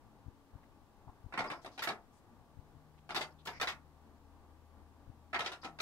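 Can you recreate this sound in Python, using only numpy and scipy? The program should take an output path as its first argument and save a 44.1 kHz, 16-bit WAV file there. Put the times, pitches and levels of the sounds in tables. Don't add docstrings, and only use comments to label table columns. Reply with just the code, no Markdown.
import sys
import numpy as np
from scipy import signal
from scipy.fft import rfft, irfft
from scipy.io import wavfile

SR = 44100
rng = np.random.default_rng(int(sys.argv[2]) if len(sys.argv) > 2 else 0)


def persist_wave(psi):
    counts = np.round(np.clip(psi, -1, 1) * 32767).astype(np.int16)
    wavfile.write(sys.argv[1], SR, np.atleast_2d(counts).T)


N = 256220


def gain_of(db):
    return 10 ** (np.asarray(db) / 20)


def unit_rms(x):
    return x / np.sqrt(np.mean(x ** 2) + 1e-20)


def unit_energy(x):
    return x / np.sqrt(np.sum(x ** 2, axis=-1, keepdims=True) + 1e-20)


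def curve_at(points, hz):
    points_hz, values = np.transpose(points)
    return np.interp(np.log(hz + 1), np.log(points_hz + 1), values)


def resonance_db(modes, hz):
    return sum(db / (1 + (2 * (hz - centre_hz) / width_hz) ** 2) for centre_hz, width_hz, db in modes)


def minimum_phase(db):
    log_gain = np.log(gain_of(np.concatenate([db, db[-2:0:-1]])))
    return np.exp(np.conj(signal.hilbert(log_gain)))[:len(db)]


def ticks(shape, per_s):
    return rng.standard_normal(shape) * (rng.random(shape) < per_s / SR)


def add(mix, start_s, sound):
    part = mix[:, max(round(start_s * SR), 0):][:, :sound.shape[-1]]
    part += sound[..., :part.shape[-1]]


# (frequency [Hz], coherence [0..1])
PORT_COHERENCE = [(30, .15), (150, .8), (900, .88), (1400, .8), (1650, .25), (2500, .3), (3200, .12),
                  (15000, .12)]
# (frequency [Hz], left lead [rad])
PORT_LEAD = [(100, 0), (1000, .2), (1350, -.1), (1800, 2.0), (2600, 3.0), (4500, 2.0), (7000, 1.4)]
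# (frequency [Hz], left minus right [dB])
PORT_BALANCE = [(40, 9), (150, 5), (500, 4), (1100, 1), (1400, .5), (1750, -3.5), (2600, 0), (3800, 0),
                (5000, 11), (7500, 12), (11000, 2.5), (15000, 1.5)]


def ports(spectra, hz):
    coherence = curve_at(PORT_COHERENCE, hz)
    tilt = gain_of(curve_at(PORT_BALANCE, hz))
    right = coherence * spectra[0] + np.sqrt(1 - coherence ** 2) * spectra[1]
    right *= np.exp(-1j * curve_at(PORT_LEAD, hz))
    return np.array([tilt * spectra[0], right]) / np.sqrt((1 + tilt ** 2) / 2)


# (frequency [Hz], relative density [dB])
WASH_SPECTRUM = [(12, -11), (30, 0), (55, -5.5), (110, -6), (190, -14.5), (280, -12), (400, -14),
                 (600, -16.5), (900, -13.5), (1200, -23.5), (1700, -23.5), (3000, -30.5), (7000, -39),
                 (15500, -44)]
# (frequency [Hz], width [Hz], boost [dB])
ROOM_MODES = [(220, 45, 7.5), (277.6, 7.1, 12), (318, 12, 6), (820, 19, 6), (935, 24, 1.5),
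              (1160, 100, 8.5)]


def outdoor_wash(level_db=-62.5, hiss_db=-84, swell_db=0.96, swells_per_s=9):
    t, hz = np.arange(N) / SR, np.fft.rfftfreq(N, 1 / SR)
    colour = gain_of(curve_at(WASH_SPECTRUM, hz) + resonance_db(ROOM_MODES, hz))
    spectra = rfft(rng.standard_normal((2, N))) * colour
    airborne_share = 1 / (1 + (hz / 2200) ** 4)
    dip = np.interp(t * swells_per_s, np.arange(200), rng.standard_normal(200))
    airborne = irfft(airborne_share * ports(spectra, hz), N) * gain_of(-swell_db * dip)
    capsules = irfft((1 - airborne_share) * spectra, N)
    hiss = gain_of(hiss_db) * rng.standard_normal((2, N))
    return gain_of(level_db) * unit_rms(airborne + capsules) + hiss


# (time [s], relative level [dB])
FINGER_BUMPS = [(0.043, -53), (0.258, -38), (0.531, -42), (0.67, -58), (1.067, -42), (1.238, -39.5),
                (2.387, -52), (2.567, -41.5), (2.744, -49.5), (5.073, -41)]


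def finger_bumps(gain_db=3, press_db=-4, release_s=0.019, rise_s=0.0078, nominal_hz=99,
                 case_hz=270, case_db=-14, right_db=-17):
    t, out = np.arange(SR // 8) / SR, np.zeros((2, N))
    envelope = (t / rise_s) ** 2 * np.exp(1 - (t / rise_s) ** 2)
    knock = gain_of(case_db) * np.sin(2 * np.pi * case_hz * t)
    for start_s, db in FINGER_BUMPS:
        for delay_s, push_db in [(0, press_db), (release_s, 0)]:
            swing_hz = nominal_hz * rng.uniform(0.61, 1.23)
            swing = np.sin(2 * np.pi * (swing_hz * t + rng.random()))
            add(out, start_s + delay_s, gain_of(gain_db + db + push_db) * (swing + knock) * envelope)
    return out * gain_of([[0], [right_db]])


# (time [s], length [s], centre [Hz], width [Hz], level [dB])
RUBS = [(0.628, 0.021, 1680, 1500, -68.5), (1.069, 0.041, 880, 390, -58), (1.428, 0.2, 5070, 700, -71),
        (1.469, 0.034, 4970, 300, -57), (1.613, 0.036, 4840, 6000, -68), (1.706, 0.075, 4700, 3020, -68),
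        (2.115, 0.098, 7100, 6000, -77), (2.975, 0.024, 2590, 2400, -71), (3.109, 0.035, 5100, 500, -64),
        (3.303, 0.029, 4850, 1240, -75), (3.381, 0.047, 3640, 1200, -70.5), (3.515, 0.083, 2060, 790, -57),
        (3.522, 0.08, 5130, 1330, -64), (5.612, 0.045, 4930, 1276, -60)]


def rubs():
    out = np.zeros((2, N))
    for start_s, length_s, centre_hz, width_hz, db in RUBS:
        size = 2 * int(length_s * SR / 2)
        hz = np.fft.rfftfreq(size, 1 / SR)
        spectra = rfft(rng.standard_normal((2, size))) / (1 + (2 * (hz - centre_hz) / width_hz) ** 2)
        rub = unit_rms(irfft(ports(spectra, hz)))
        add(out, start_s, gain_of(db) * rub * signal.windows.tukey(size, 0.5))
    return out


# (time [s], tip [dB], flat [dB], body weight [dB], feather brushing [dB])
WINGBEATS_ON_PANE = [(1.3243, -38.5, -34.5, 1, -7), (1.376, -25.5, -27, 2.5, -3.5),
                     (1.4421, -35, -40.5, 12, -4.5), (1.501, -31.5, -35.5, 5.5, -2.5),
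                     (1.6467, -44.5, -45, 14.5, 1.5), (1.7783, -38.5, -37, 1.5, 2),
                     (1.8218, -27.5, -31.5, -10.5, -2), (1.8733, -25.5, -29.5, 2.5, -0.5),
                     (3.0921, -36.5, -35, 2, -1.5), (3.1467, -29.5, -28.5, 2, 2.5),
                     (3.2098, -30.5, -42.5, 2, 4), (3.458, -42, -33, 2, 0),
                     (3.5996, -31.5, -25, -5.5, -0.5), (3.673, -25.5, -33, -11.5, 2),
                     (5.3304, -27, -24, -9, -6), (5.3911, -27, -31, -2.5, 0.5),
                     (5.447, -36, -31.5, -3.5, 2), (5.5185, -37, -45, 2, 3), (5.6325, -41.5, -36, 7, -0.5),
                     (5.7879, -37, -29.5, -10.5, 1)]


def wing_contacts(lag_s=0.014, hard_beat_db=-27, hard_rebound_db=-3.5, rebound_db_per_db=0.61):
    for start_s, tip_db, flat_db, weight_db, brush_db in WINGBEATS_ON_PANE:
        shift_db = weight_db * np.array([0.72, 0.52, 0, 0.37]) + brush_db * np.array([0.18, 0, 1.57, 1.24])
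        rebound_db = flat_db + hard_rebound_db + rebound_db_per_db * (flat_db - hard_beat_db)
        yield start_s, tip_db, shift_db + (-10.5, -3, -6.5, -19.5)
        yield start_s + lag_s, flat_db, shift_db + (-6.5, -1, -0.5, -20.5)
        yield start_s + 2 * lag_s, rebound_db, shift_db + (-6, 0.5, -2.5, -26)


# (low [Hz], high [Hz])
CONTACT_BANDS = [(1200, 2500), (130, 600), (600, 1200), (2500, 5300), (6000, 19000)]
# (frequency [Hz], gain [dB])
WINDOW_COLOUR = [(100, -7.5), (200, -2.5), (350, 0), (550, -4), (750, -5), (1100, -5), (1400, -6.5),
                 (1700, -5), (2600, -5.5), (4200, -9), (5500, -9.5), (7500, -6), (11000, -10.5),
                 (15500, -29)]
# (frequency [Hz], width [Hz], boost [dB])
WINDOW_MODES = [(374, 35, 5), (492, 30, 3), (696, 45, 4), (753, 40, 3), (898, 55, 4), (1088, 45, 3),
                (1309, 45, 7), (1415, 45, 7), (1703, 50, 3), (1864, 60, 3), (2003, 50, 3), (3720, 400, 5)]


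def wings(size=16384, gain_db=18, slap=0.6, brush_s=0.003, barbs_per_s=1400):
    t, hz = np.arange(size) / SR, np.fft.rfftfreq(size, 1 / SR)
    window = minimum_phase(curve_at(WINDOW_COLOUR, hz) + resonance_db(WINDOW_MODES, hz))
    filters = [signal.butter(3, edges_hz, "band", fs=SR, output="sos") for edges_hz in CONTACT_BANDS]
    bands = [signal.sosfreqz(sos, hz, fs=SR)[1] for sos in filters]
    lead_samples = 256
    fade = signal.windows.tukey(size, lead_samples / size)
    out = np.zeros((2, N))
    for start_s, rap_db, shares_db in wing_contacts():
        brush = unit_energy(ticks(size, barbs_per_s) * np.sqrt(t) * np.exp(-t / brush_s))
        drive = brush + slap * (t == 0)
        spectra = ports(rfft(drive) * rfft(balcony(t)) * window, hz)
        levels = gain_of(gain_db + rap_db + np.array([0, *shares_db]))
        power = sum(abs(level * band) ** 2 / np.mean(abs(spectra * band) ** 2)
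                    for level, band in zip(levels, bands))
        equaliser = minimum_phase(10 * np.log10(power + power.max() * 1e-8))
        contact = np.roll(irfft(spectra * equaliser), lead_samples, axis=1)
        add(out, start_s - lead_samples / SR, contact * fade)
    return out


# (frequency [Hz], T60 [s])
BALCONY_T60 = [(200, 0.22), (530, 0.26), (1400, 0.22), (3700, 0.12), (10000, 0.19)]


def balcony(t, direct=0.5, early=0.59, early_s=0.0055, early_per_s=900, taps_per_s=3500):
    shape = (2, len(t))
    taps = rng.choice([-1., 1.], shape) * (rng.random(shape) < taps_per_s / SR)
    hz, frame_s, spectra = signal.stft(taps, SR, nperseg=256)
    decay = gain_of(-60 * frame_s / curve_at(BALCONY_T60, hz)[:, None])
    tail = signal.istft(spectra * decay, SR)[1][:, :len(t)]
    walls = ticks(shape, early_per_s) * np.exp(-t / early_s)
    return direct * (t == 0) + early * unit_energy(walls) + unit_energy(tail)


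# (time [s], length [s], relative level [dB])
CLAW_SKIDS = [(1.822, 0.021, -20.5), (3.146, 0.031, -26.5), (3.453, 0.029, -30), (3.608, 0.019, -25),
              (3.676, 0.017, -33), (5.8, 0.011, -25.5)]
# (frequency [Hz], gain [dB])
CLAW_COLOUR = [(100, -40), (1000, -12), (1800, 0), (2700, 1), (4000, 5), (6500, 2), (9000, -5.5),
               (13000, -2.5), (15700, -10)]


def claws(size=8192, ticks_per_s=1500, fade_db=-3, gain_db=11):
    t, hz = np.arange(size) / SR, np.fft.rfftfreq(size, 1 / SR)
    colour = minimum_phase(curve_at(CLAW_COLOUR, hz))
    out = np.zeros((2, N))
    for start_s, length_s, db in CLAW_SKIDS:
        envelope = (t < length_s) * gain_of(fade_db * np.minimum(t / length_s, 1))
        drive = ticks(size, ticks_per_s) * envelope
        spectra = ports(rfft(drive) * rfft(balcony(t)) * colour, hz)
        skid = irfft(spectra)[:, :size // 2]
        add(out, start_s, gain_of(gain_db + db) * skid / np.linalg.norm(skid))
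    return out


# (time [s], fundamental [dB], octave [dB])
ENGINE_ORDERS = [(2.3, -89, -83), (2.8, -74, -66.5), (3.5, -65, -67.5), (4.1, -66.5, -74.5),
                 (4.4, -63, -90), (5.3, -64, -84), (5.8, -70, -65.5)]


def far_engine(start_hz=71.9, rise_hz_per_s=1.25, waver=0.0093, left_db=3, right_db=-5):
    t = np.arange(N) / SR
    times_s, *orders_db = np.transpose(ENGINE_ORDERS)
    fundamental, octave = (gain_of(np.interp(t, times_s, db)) for db in orders_db)
    drift = np.interp(t, np.linspace(0, t[-1], 60), rng.standard_normal(60))
    hz = (start_hz + rise_hz_per_s * t) * (1 + waver * drift)
    phase = 2 * np.pi * np.cumsum(hz) / SR
    hum = np.sqrt(2) * (fundamental * np.sin(phase) + octave * np.sin(2 * phase))
    return hum * gain_of([[left_db], [right_db]])


def scene():
    return outdoor_wash() + finger_bumps() + rubs() + wings() + claws() + far_engine()


def record(dry):
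    lowpass = signal.firwin(511, 15750, window=("kaiser", 9), fs=SR)
    return signal.oaconvolve(dry, lowpass[None], "same")


dry = scene()
out = record(dry)
persist_wave(out)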